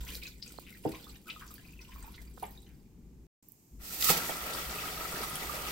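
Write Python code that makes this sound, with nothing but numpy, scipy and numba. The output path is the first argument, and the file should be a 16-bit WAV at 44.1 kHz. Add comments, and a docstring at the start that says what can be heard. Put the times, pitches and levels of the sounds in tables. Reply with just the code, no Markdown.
"""Water trickles in gushes from a tilted pot into a steel sink: bubbles ring, droplets spatter and a few
dull knocks excite the modes of the steel before the last drips fall. After a moment of silence a tap
opens, spits out some air and runs steadily into the water in the pot, whose air resonances colour the
hissing jet and the churning bubbles. A small kitchen with a low rumble surrounds it."""
import sys
import numpy as np
from scipy import signal
from scipy.fft import rfft, irfft
from scipy.io import wavfile
from scipy.ndimage import uniform_filter1d
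from numba import njit

SR = 44100
rng = np.random.default_rng(int(sys.argv[2]) if len(sys.argv) > 2 else 0)


def unload_audio(sound):
    """Save the sound as a 16-bit wav file, at the path given as the first command line argument."""
    columns = np.transpose(np.atleast_2d(sound))
    # keep every value between -1 and 1, then stretch to whole-number steps
    steps = np.round(np.clip(columns, -1, 1) * 32767)
    wavfile.write(sys.argv[1], SR, steps.astype(np.int16))


N = 251855
T = np.arange(N) / SR
FREQS = np.fft.rfftfreq(2 * N, 1 / SR) + 1e-3
TOP_HZ = 15800
SILENCE_STARTS_S, SILENCE_ENDS_S = 3.268, 3.425
TAP_OPENS_S, SPURT_S = 3.788, 4.102  # at the spurt, a pocket of air bursts out with a slug of water
AIR_STARTS_S, AIR_RISE_S = 4.005, 0.063  # air from the pipe begins to escape


def amp(db):
    """Amplitude ratio of a level in decibels."""
    return 10 ** (np.asarray(db) / 20)


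def unit(x):
    """Normalisation to rms 1."""
    return x / np.sqrt(np.mean(x ** 2))


def pan(db):
    """Interaural level difference: two gains for a pan, which is left minus right in dB."""
    return amp(np.array([[db], [-db]]) / 2)


def colour(x, points, lift_db=0):
    """Spectral shaping by (Hz, dB) points on a logarithmic frequency axis; rms 1."""
    hz, db = np.transpose(points)
    gain = amp(np.interp(np.log(FREQS), np.log(hz), db) + lift_db)
    return unit(irfft(rfft(x, 2 * N) * gain)[..., :N])


def passband(x, hz, kind, order=2):
    """Butterworth filter."""
    sections = signal.butter(order, np.minimum(hz, SR / 2 - 1), kind, fs=SR, output="sos")
    return signal.sosfilt(sections, x)


def fade(t, t60):
    """Exponential decay, 60 dB in t60 seconds."""
    return np.exp(-np.log(1000) * t / t60)


def walk(rate_hz):
    """Slow random modulation with rms 1."""
    steps = rng.standard_normal(1024)
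    return unit(np.interp(T * rate_hz, np.arange(len(steps)), steps))


def add(out, s, sound):
    """Superposition of a sound that starts at s seconds."""
    i = max(int(s * SR), 0)
    out[..., i:i + sound.shape[-1]] += sound[..., :max(N - i, 0)]


@njit
def damped_sines(start, hz, cycles, size, glide):
    """Damped oscillators, each rising in pitch while it decays by 60 dB."""
    out = np.zeros(N)
    for k in range(len(start)):
        length, phase = cycles[k] * SR / hz[k], 0.
        for i in range(min(int(length), N - int(start[k]))):
            phase += 2 * np.pi * hz[k] * (1 + glide * i / length) / SR
            out[int(start[k]) + i] += size[k] * np.exp(-6.9 * i / length) * np.sin(phase)
    return out


def cloud(low_hz, high_hz, cycles, spread_db, count, glide=0.29):
    """Incoherent sum of randomly timed bubbles, mostly faint, with a flat overall spectrum."""
    when, pitch, ring, luck = rng.random((count, 4)).T
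    hz = low_hz * (min(high_hz, TOP_HZ) / low_hz) ** pitch
    size = hz * amp(-spread_db * np.log(np.maximum(luck, .01)))
    return unit(damped_sines(when * N, hz, cycles * (.5 + ring), size, glide))


def clicks(rows, t60, width=0.21):
    """Impact transients: fast-decaying noise, each burst in its own band."""
    out, t = np.zeros((2, N)), np.arange(SR // 16) / SR
    for s, db, hz, pan_db in rows:
        burst = rng.standard_normal(len(t)) * fade(t, t60)
        tick = passband(burst, [hz / (1 + width), hz * (1 + width)], "band")
        add(out, s, tick / abs(tick).max() * amp(db) * pan(pan_db))
    return out


def kitchen(x, basin_db, room_db, basin_t60=0.045, room_t60=0.3, shared_hz=650):
    """Reverberation: direct sound, quick echoes off the steel, then the room; both ears share the bass."""
    t = np.arange(SR // 2) / SR
    noise = rng.standard_normal((3, len(t)))
    diffuse = passband(noise[:2], shared_hz, "high") + .5 * passband(noise[2], shared_hz, "low")
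    basin = fade(t, basin_t60) * (t > .001)
    room = fade(t, room_t60) * (t > .008)
    decay = amp(basin_db) * basin / np.linalg.norm(basin) + amp(room_db) * room / np.linalg.norm(room)
    response = diffuse * decay
    response[:, 0] += 1  # direct path
    return signal.fftconvolve(np.atleast_2d(x), response, axes=1)[:, :N]


# Gushes from the pot. Each row: start and length in seconds, then the levels in dB of large bubbles,
# small bubbles and spatter.
GUSHES = [(0, 0.075, -49.5, -59, -49.5), (0.076, 0.095, -54, -53.5, -48), (0.213, 0.068, -74, -50.5, -52.5),
          (0.428, 0.39, -70, -59, -54.5), (0.832, 0.31, -57, -53, -53), (1.265, 0.46, -57, -56.5, -55.5),
          (1.8, 0.13, -60.5, -57.5, -61), (1.942, 0.28, -54, -62.5, -59.5), (2.378, 0.19, -62, -61, -59.5)]
def gushes(column, dribble_db=-16.5, attack_s=0.0084, sag_db_per_s=19, release_db_per_s=161):
    """Incoherent sources add in power: the gain of gushes that swell, sag and die over a thin dribble."""
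    gain = amp(np.mean(np.array(GUSHES)[:, column]) + dribble_db)
    for row in GUSHES:
        start, length = row[:2]
        age = np.maximum(T - start, 0)
        db = row[column] - sag_db_per_s * age - release_db_per_s * np.maximum(age - length, 0)
        gain = np.hypot(gain, amp(db) * np.minimum(age / attack_s, 1))
    return gain


# Spectra of the bubbling and of the spatter. Each row: frequency in Hz, gain in dB.
TRICKLE_SPECTRUM = [(400, -37), (700, -8), (1000, -4.5), (1300, -4.5), (1700, -5.5), (2400, -2.5),
                    (3200, -8), (5000, -8), (8000, -27.5)]
SPATTER_SPECTRUM = [(500, 13), (1200, -24), (3000, 6.5), (5500, 4), (8000, 6.5), (10000, 2), (13000, 8),
                    (16000, 9)]
def trickle(drained_s=2.96, draining_s=0.47, large_below_hz=1700):
    """Air entrainment: the thin stream traps bubbles in the puddle, spatters on bare steel and fizzes."""
    bubbles = colour(cloud(556, 6960, cycles=38, spread_db=4.5, count=3800), TRICKLE_SPECTRUM)
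    fizz = amp(-3) * cloud(2500, 16000, cycles=45, spread_db=5, count=4500)
    impacts = cloud(1200, 16000, cycles=0.97, spread_db=4.5, count=7000)
    bubbles = unit(kitchen(bubbles, basin_db=7, room_db=-0.5))
    large = passband(bubbles, large_below_hz, "low", order=3) * gushes(column=2)
    small = passband(bubbles, large_below_hz, "high", order=3) * gushes(column=3)
    spatter = colour(impacts + fizz, SPATTER_SPECTRUM)
    spatter = unit(kitchen(spatter, basin_db=2, room_db=-4, basin_t60=.035))
    wet_hiss = amp(-9) * colour(rng.standard_normal((2, N)), SPATTER_SPECTRUM)
    splash = (spatter + wet_hiss) * gushes(column=4, dribble_db=-9) * pan(-2)
    draining = np.clip((drained_s - T) / draining_s, 0, 1)
    return draining * (large + small + splash)


# Course of the rumble. Each row: time in seconds, base level in dB.
RUMBLE_LEVELS = [(0, -42), (.3, -54.5), (.7, -56.5), (1.2, -61.5), (2.05, -50.5), (2.8, -56), (5.71, -51)]
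# Spectra of the room's rumble, drone and hiss. Each row: frequency in Hz, gain in dB.
RUMBLE_SPECTRUM = [(20, -8.5), (35, -9), (50, 4.5), (65, 2.5), (90, -22), (200, -23.5), (1000, -75.5)]
DRONE_SPECTRUM = [(50, -39), (100, -4), (130, -4), (180, -1), (240, -5), (380, -10.5), (600, -30),
                  (1200, -37.5), (4000, -46.5)]
HISS_SPECTRUM = [(300, 7), (900, 10.5), (1400, -1.5), (2400, 5), (3500, -2.5), (5000, 1), (7300, 4),
                 (11000, -8), (13500, 4), (16000, -5)]
def room_tone(waver_db=2.0, lull_ends_s=3.74, lull_fade_s=0.046):
    """Ambient noise: a rumble and a drone, nearly coherent at the two ears, under faint diffuse hiss."""
    mid, side = rng.standard_normal((2, N))
    air = (mid + amp(-15) * side * np.array([[1], [-1]])) * pan(2.1)
    # after the silence the bass is briefly fainter and a thin hiss joins
    after_silence = T > SILENCE_ENDS_S - 0.157
    lull = after_silence * np.clip((lull_ends_s - T) / lull_fade_s, 0, 1)
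    rumble_db = np.interp(T, *np.transpose(RUMBLE_LEVELS)) + waver_db * walk(24.04)
    rumble = colour(air, RUMBLE_SPECTRUM) * amp(rumble_db - 20.5 * lull)
    drone = colour(air, DRONE_SPECTRUM) * amp(-58.5 - 7.5 * lull)
    hiss = colour(rng.standard_normal((2, N)), HISS_SPECTRUM) * amp(-73)
    thin_hiss = passband(colour(rng.standard_normal((2, N)), HISS_SPECTRUM), 6900, "high") * amp(-64)
    return rumble + drone + (hiss + after_silence * thin_hiss) * pan(-2)


# Wet slaps. Each row: start in seconds, level in dB, band centre in Hz, length in seconds, pan in dB.
SLAPS = [(0.063, -50.5, 2500, 0.037, 4), (0.106, -55.5, 1870, 0.014, 0), (0.137, -54, 2130, 0.014, -5),
         (0.144, -44.5, 4860, 0.0087, 3), (0.4237, -39.5, 4630, 0.0041, 0), (0.477, -49, 6640, 0.0085, -3),
         (0.663, -55, 2350, 0.024, 5), (.915, -56.5, 2600, 0.0092, 4), (.944, -49.5, 2400, 0.011, 3),
         (1.298, -41, 3020, 0.0095, 2), (1.360, -61, 3230, 0.01, 1), (1.403, -53, 1340, 0.032, 3),
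         (1.914, -53.5, 2360, 0.014, 2), (2.137, -56.5, 3660, .016, -5), (2.427, -54, 2430, 0.021, 1),
         (2.655, -70, 1920, 0.056, -1), (4.022, -30, 3200, 0.0037, 0), (4.089, -32, 4400, .006, -1),
         (4.094, -28, 2200, 0.0058, 0), (4.130, -36.5, 3700, 0.01, -2)]
def slaps(width=0.3):
    """Size sets a bubble's pitch: a lump of water breaks into like-sized bubbles that fill one band."""
    out, t = np.zeros((2, N)), np.arange(SR // 5) / SR
    knot = cloud(800, 10000, cycles=12, spread_db=3, count=14000)
    for s, db, hz, length, pan_db in SLAPS:
        i, age = int(s * SR), 2 * t / length
        bubbles = unit(passband(knot[i:i + len(t)], [hz / (1 + width), hz * (1 + width)], "band"))
        add(out, s, bubbles * age * np.exp(1 - age) * amp(db) * pan(pan_db))
    return kitchen(out, basin_db=-12.5, room_db=-7.5)


# The loudest single bubbles. Each row: start in seconds, relative level in dB, starting pitch in Hz,
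# pan in dB, ring time in cycles.
BUBBLES = [(.073, -51, 1920, 3, 31), (.090, -37, 3040, -2, 20), (.15, -53, 5000, 3, 26),
           (.226, -36, 2410, -1, 62), (.2555, -36.5, 2500, -1, 88), (0.268, -39, 4010, -3, 59),
           (0.4257, -30.5, 4730, 9, 32), (0.47, -46, 2500, 8, 38), (.579, -44, 4200, -2, 72),
           (.683, -49, 2420, 7, 54), (.726, -47, 2110, 7, 96), (.749, -50, 1870, -5, 69),
           (.922, -49, 2490, 7, 60), (.937, -43, 1015, -4, 45), (0.947, -43, 2380, 5, 62),
           (.955, -43.5, 1010, -2, 28), (.998, -50, 3200, 2.5, 77), (1.042, -46, 3470, -11, 50),
           (1.068, -46, 1186, -2, 40), (1.281, -45.5, 1290, 2, 120), (1.2903, -37, 2410, 9, 82),
           (1.3035, -36.5, 2560, 4.5, 89), (1.304, -31, 3600, -4, 14), (1.362, -43, 1215, 0, 52),
           (1.417, -47, 1330, 0, 34), (1.434, -55, 1220, 4, 40), (1.506, -47.5, 1210, 6, 44),
           (1.581, -48.5, 1670, 9, 50), (1.65, -49, 2480, 10, 41), (1.684, -54, 2350, -3, 50),
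           (1.733, -50, 2550, 3, 61), (1.791, -43.5, 2520, 3, 72), (1.96, -44.5, 1110, -4, 12),
           (2.042, -47.5, 882, -9, 86), (2.075, -54, 893, -7, 37), (2.181, -42.5, 2000, -3.5, 32),
           (2.575, -49, 3790, -4, 130), (2.628, -56, 3830, -6, 79), (2.666, -56.5, 3020, 8, 62),
           (4.039, -39, 1260, -2, 160), (4.068, -38, 1290, 0, 81), (4.088, -25, 1267, -6, 74),
           (4.100, -24, 1300, 0, 42), (4.584, -31, 1304, 6, 40), (4.785, -34, 2550, 5, 70),
           (4.837, -36, 1250, -8, 66), (5.007, -35.5, 1275, -8, 45), (5.050, -33, 1303, 6, 54),
           (5.158, -34, 1770, 0, 46), (5.233, -30.5, 1264, -8, 49), (5.310, -38, 1236, -6, 45),
           (5.495, -34.5, 1216, -14, 48), (5.666, -40, 1220, -16, 45)]
# Droplets bursting on steel and water. Each row: start in seconds, relative level in dB,
# band centre in Hz, pan in dB.
DROPLET_TICKS = [(.141, -33, 12400, 12), (.153, -32.5, 12500, -14), (.269, -35.5, 6400, 4),
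                 (.2793, -38, 6330, -2), (.600, -36, 12800, -2.5), (.9487, -43, 6120, -3.5),
                 (1.281, -39, 13900, -12), (1.478, -41, 6300, 0), (1.541, -33, 13000, -6),
                 (2.027, -36, 7160, -1.5), (2.429, -35.5, 11700, -6), (2.509, -40, 14300, -17),
                 (5.356, -21.5, 9400, 4.5)]
def drips(glide=0.1, swell_s=0.00044, shed_db=-13, shed_s=.012, shed_octaves=0.144):
    """Bubble resonance: trapped air rings, rises in pitch and sheds fainter bubbles; tiny drops tick."""
    out, t = np.zeros((2, N)), np.arange(SR // 8) / SR
    for s, db, hz, pan_db, cycles in BUBBLES:
        shed = [(s + shed_s * (lag + .5), db + shed_db, hz * 2 ** (shed_octaves * detune))
                for lag, detune in rng.standard_normal((3, 2))]
        for start, level_db, pitch in [(s, db, hz)] + shed:
            t60 = cycles / pitch
            phase = 2 * np.pi * np.cumsum(pitch * (1 + glide * np.minimum(t / t60, 1))) / SR
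            ring = np.sin(phase) * fade(t, t60) * (1 - np.exp(-t / swell_s))
            add(out, start, ring / ring.max() * amp(level_db) * pan(pan_db))
    ticks = clicks(DROPLET_TICKS, t60=.005)
    return kitchen(amp(-3) * (out + ticks), basin_db=-2, room_db=-8)


# Finger taps. Each row: start in seconds, peak level in dB, lower and upper band edge in Hz, pan in dB.
FINGER_TAPS = [(.541, -58, 300, 980, -22), (0.5868, -38, 230, 1180, -23), (2.3752, -51.5, 330, 1630, -22),
               (2.379, -48.5, 300, 1370, -28)]
def finger_taps():
    """Direct field: fingers tap so near the listener that each band-limited impulse arrives dry."""
    out, push = np.zeros((2, N)), signal.unit_impulse(2048)
    for s, db, low_hz, high_hz, pan_db in FINGER_TAPS:
        tap = passband(push, [low_hz, high_hz], "band", order=4)
        add(out, s, tap / abs(tap).max() * amp(db) * pan(pan_db))
    return out


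# Modes of the sink. Each row: frequency in Hz, relative level in dB, free decay time (t60) in seconds.
SINK_MODES = [(113, 6, 0.13), (154.5, 0, 0.13), (225, -10.5, 0.29), (318.5, -1.5, 0.16), (364, 3, 0.036),
              (406, -14, 0.27), (480, -2, 0.14), (549, -12, 0.15), (656.5, -10, 0.27), (792, -6.5, 0.16),
              (840, -7.5, 0.17), (899, -7, 0.19), (1001, -15, 0.17), (2300, -26, 0.315)]
# Knocks on the sink. Each row: start in seconds, direct peak level in dB, frequency in Hz that the
# contact favours, fraction of the free decay time, pan in dB.
KNOCKS = [(.8515, -21, 490, 0.21, -4), (.858, -21.5, 340, 0.94, 1.5), (.8705, -36, 350, 0.78, -6),
          (2.4248, -31, 1000, 0.45, -9), (2.430, -36, 880, 0.16, 15), (4.098, -26, 760, 1, 1.5),
          (4.293, -28, 670, 0.16, -5)]
def knocks(thud_db=-13, thud_t60=0.16, linger_db=-36, linger_t60=1.18):
    """Modal vibration: dull blows ring the wet sink over a broad thud, and the steel lingers faintly."""
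    out, t = np.zeros((2, N)), np.arange(SR) / SR
    for s, db, contact_hz, free_share, pan_db in KNOCKS:
        ring = 0
        for k, (hz, mode_db, t60) in enumerate(SINK_MODES):
            decay = fade(t, t60 * free_share) + amp(linger_db) * fade(t, linger_t60)
            ring = ring + (-1) ** k * amp(mode_db) * np.sin(2 * np.pi * hz * t) * decay
        ring = passband(ring, contact_hz * 0.93, "high")
        ring = passband(ring, contact_hz * 1.29, "low", order=3)  # a soft contact spares the high modes
        thud = passband(rng.standard_normal((2, len(t))), [contact_hz * 0.43, contact_hz * 1.06], "band")
        blow = ring / abs(ring).max() + amp(thud_db) * unit(thud) * fade(t, thud_t60)
        add(out, s, blow / abs(blow).max() * amp(db) * pan(pan_db))
    return kitchen(out, basin_db=-7.5, room_db=-11, room_t60=0.42)


# Lever clicks. Each row: start in seconds, direct peak level in dB, band centre in Hz, pan in dB.
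LEVER_CLICKS = [(3.428, -55, 7700, -6), (3.486, -38.5, 14150, -14), (3.520, -39.5, 13900, -18)]
def lever():
    """Direct sound dominates near a source: the tap lever clicks almost dry as it is gripped."""
    return kitchen(clicks(LEVER_CLICKS, t60=.006, width=.12), basin_db=-8, room_db=-14)


def flow(opening_s, overshoot_db=5, settling_s=.23):
    """Starting transient: the tap's flow rises evenly, overshoots around the spurt and settles at 1."""
    opening = np.clip((T - TAP_OPENS_S) / opening_s, 0, 1)
    return opening * amp(overshoot_db * np.exp(-((T - SPURT_S) / settling_s) ** 2))


def spurt(start_s, rise_s, fall_s, lift_db):
    """Exponential relaxation: a gain rises, holds until the spurt and falls back to 1."""
    shape = np.clip((T - start_s) / rise_s, 0, 1) * np.exp(-np.maximum(T - SPURT_S, 0) / fall_s)
    return 1 + (amp(lift_db) - 1) * shape


# Air modes of pot and basin. 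Each row: frequency and width in Hz, lift in dB, pan in dB.
POT_MODES = [(160.3, 28, 8, 5.5), (446, 33, 4.5, -10), (640, 25, 1.5, 2), (760, 100, 4, -3.5),
             (1250, 200, 4.5, -13.5), (1353, 220, 6.5, 11.5), (1893, 280, 5, 10.5), (2540, 90, 3.5, 5),
             (3100, 43, -1, 6)]
def pot_resonance():
    """Cavity resonance: each air mode adds a bell-shaped curve to the gain in dB, left and right."""
    return sum((db + np.array([[.5], [-.5]]) * pan_db) / (1 + (2 * (FREQS - hz) / width) ** 2)
               for hz, width, db, pan_db in POT_MODES)


# Spectrum of the jet. Each row: frequency in Hz, gain in dB.
JET_SPECTRUM = [(400, -4), (1300, -15), (2500, 1.5), (3300, -0.5), (4600, 4), (6500, 2), (8000, 4),
                (10000, -2), (12500, 5.5), (16000, 2.5)]
# Air spat from the tap. Each row: start in seconds, level in dB, length in seconds, pan in dB.
AIR_SPITS = [(4.004, -31, 0.013, 1), (4.022, -27, 0.006, 10.5), (4.041, -24, 0.0073, -7),
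             (4.052, -33, 0.0063, -5), (4.088, -22.5, 0.0095, -2), (4.096, -22, 0.017, -8),
             (4.169, -32.5, 0.01, -9)]
def jet(steady_db=-42.5, flutter_db=1.0, beam_db=10.5, beam_hz=11000):
    """Turbulent noise: the aerated jet hisses and sprays, and trapped air bursts out as the flow builds."""
    escaping_air = spurt(AIR_STARTS_S, AIR_RISE_S, fall_s=0.04, lift_db=13)
    strength = flow(opening_s=0.1) * escaping_air * amp(steady_db + flutter_db * walk(45))
    for s, db, length, pan_db in AIR_SPITS:
        age = np.maximum(T - s, 0) / length * 2
        strength = np.hypot(strength, amp(db) * age * np.exp(1 - age) * pan(pan_db))
    droplets = cloud(2270, 16000, cycles=5, spread_db=4.5, count=5000)
    spray = amp(-7) * unit(kitchen(droplets, basin_db=-13, room_db=4))
    # the highest hiss beams towards the right
    beam = np.array([[-.5], [.5]]) * beam_db / (1 + (beam_hz / FREQS) ** 8)
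    return strength * colour(rng.standard_normal((2, N)) + spray, JET_SPECTRUM, beam + pot_resonance())


# Spectrum of the churning water. Each row: frequency in Hz, gain in dB.
CHURN_SPECTRUM = [(60, -21), (110, 0), (300, 2), (800, 4.5), (1100, 0.5), (1600, -2.5), (2400, -1),
                  (4000, -2), (6500, -7), (12000, -1)]
def churn(steady_db=-40.5, first_water_db=-14, surge_db=1.5, crossover_hz=850, plunge_s=0.012):
    """Source and filter: the jet drives bubbles under the surface and the pot's hollow colours them."""
    bubbles = cloud(97.7, 8930, cycles=13.6, spread_db=3.5, count=20000)
    wash = amp(-3) * rng.standard_normal((3, N))
    # the bass comes straight, the rest after many reflections in the pot
    straight = passband(bubbles + wash[2], crossover_hz, "low")
    echoes = unit(kitchen(bubbles, basin_db=9, room_db=0))
    scattered = passband(echoes + wash[:2], crossover_hz, "high")
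    water = colour(straight + scattered, CHURN_SPECTRUM, pot_resonance())
    before_spurt = np.clip((SPURT_S - T) / plunge_s, 0, 1)
    slug = spurt(SPURT_S - plunge_s, plunge_s, fall_s=0.0064, lift_db=13)
    level_db = steady_db + first_water_db * before_spurt + surge_db * walk(18)
    return water * flow(opening_s=0.032) * slug * amp(level_db)


def froth(pop_db=-54, clump_db=1.7, glug_db=-51):
    """Larger bubbles resonate lower: small ones pop around the jet, big ones ring in tune with the pot."""
    small = cloud(1700, 3200, cycles=26, spread_db=3.2, count=1300)
    pops = unit(kitchen(small, basin_db=2, room_db=-3))
    large = cloud(1190, 1350, cycles=50, spread_db=3, count=330, glide=.06)
    glugs = unit(kitchen(large, basin_db=9, room_db=-3))
    water = pops * amp(pop_db + clump_db * walk(16)) + glugs * amp(glug_db) * pan(-3)
    return water * np.clip((T - AIR_STARTS_S) / AIR_RISE_S, 0, 1)


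# Thumps on the pot's bottom. Each row: start in seconds, level in dB, frequency in Hz, t60 in seconds.
THUMPS = [(4.099, -31.5, 174.8, 0.32), (5.141, -36, 157, 0.046), (5.329, -42, 147, 0.21)]
def thumps():
    """Damped free vibration: surges of the jet set the water-laden pot booming."""
    out, t = np.zeros((2, N)), np.arange(SR // 2) / SR
    for s, db, hz, t60 in THUMPS:
        add(out, s, amp(db) * np.sin(2 * np.pi * hz * t) * fade(t, t60))
    return out


def scene():
    """Superposition: the pot drains, then the tap runs, over the noise of the room."""
    poured_water = trickle() + slaps() + drips()
    handling = knocks() + finger_taps() + lever()
    running_tap = jet() + churn() + froth() + thumps()
    return poured_water + handling + running_tap + room_tone()


def record(dry):
    """Gating and band limiting: silence parts the pouring from the tap, and the top is cut steeply."""
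    audible = (T < SILENCE_STARTS_S) | (T > SILENCE_ENDS_S)
    gate = uniform_filter1d(1. * audible, size=64)
    lowpass = signal.ellip(12, .1, 80, TOP_HZ, fs=SR, output="sos")
    return signal.sosfilt(lowpass, dry * gate)


dry = scene()
out = record(dry)
unload_audio(out)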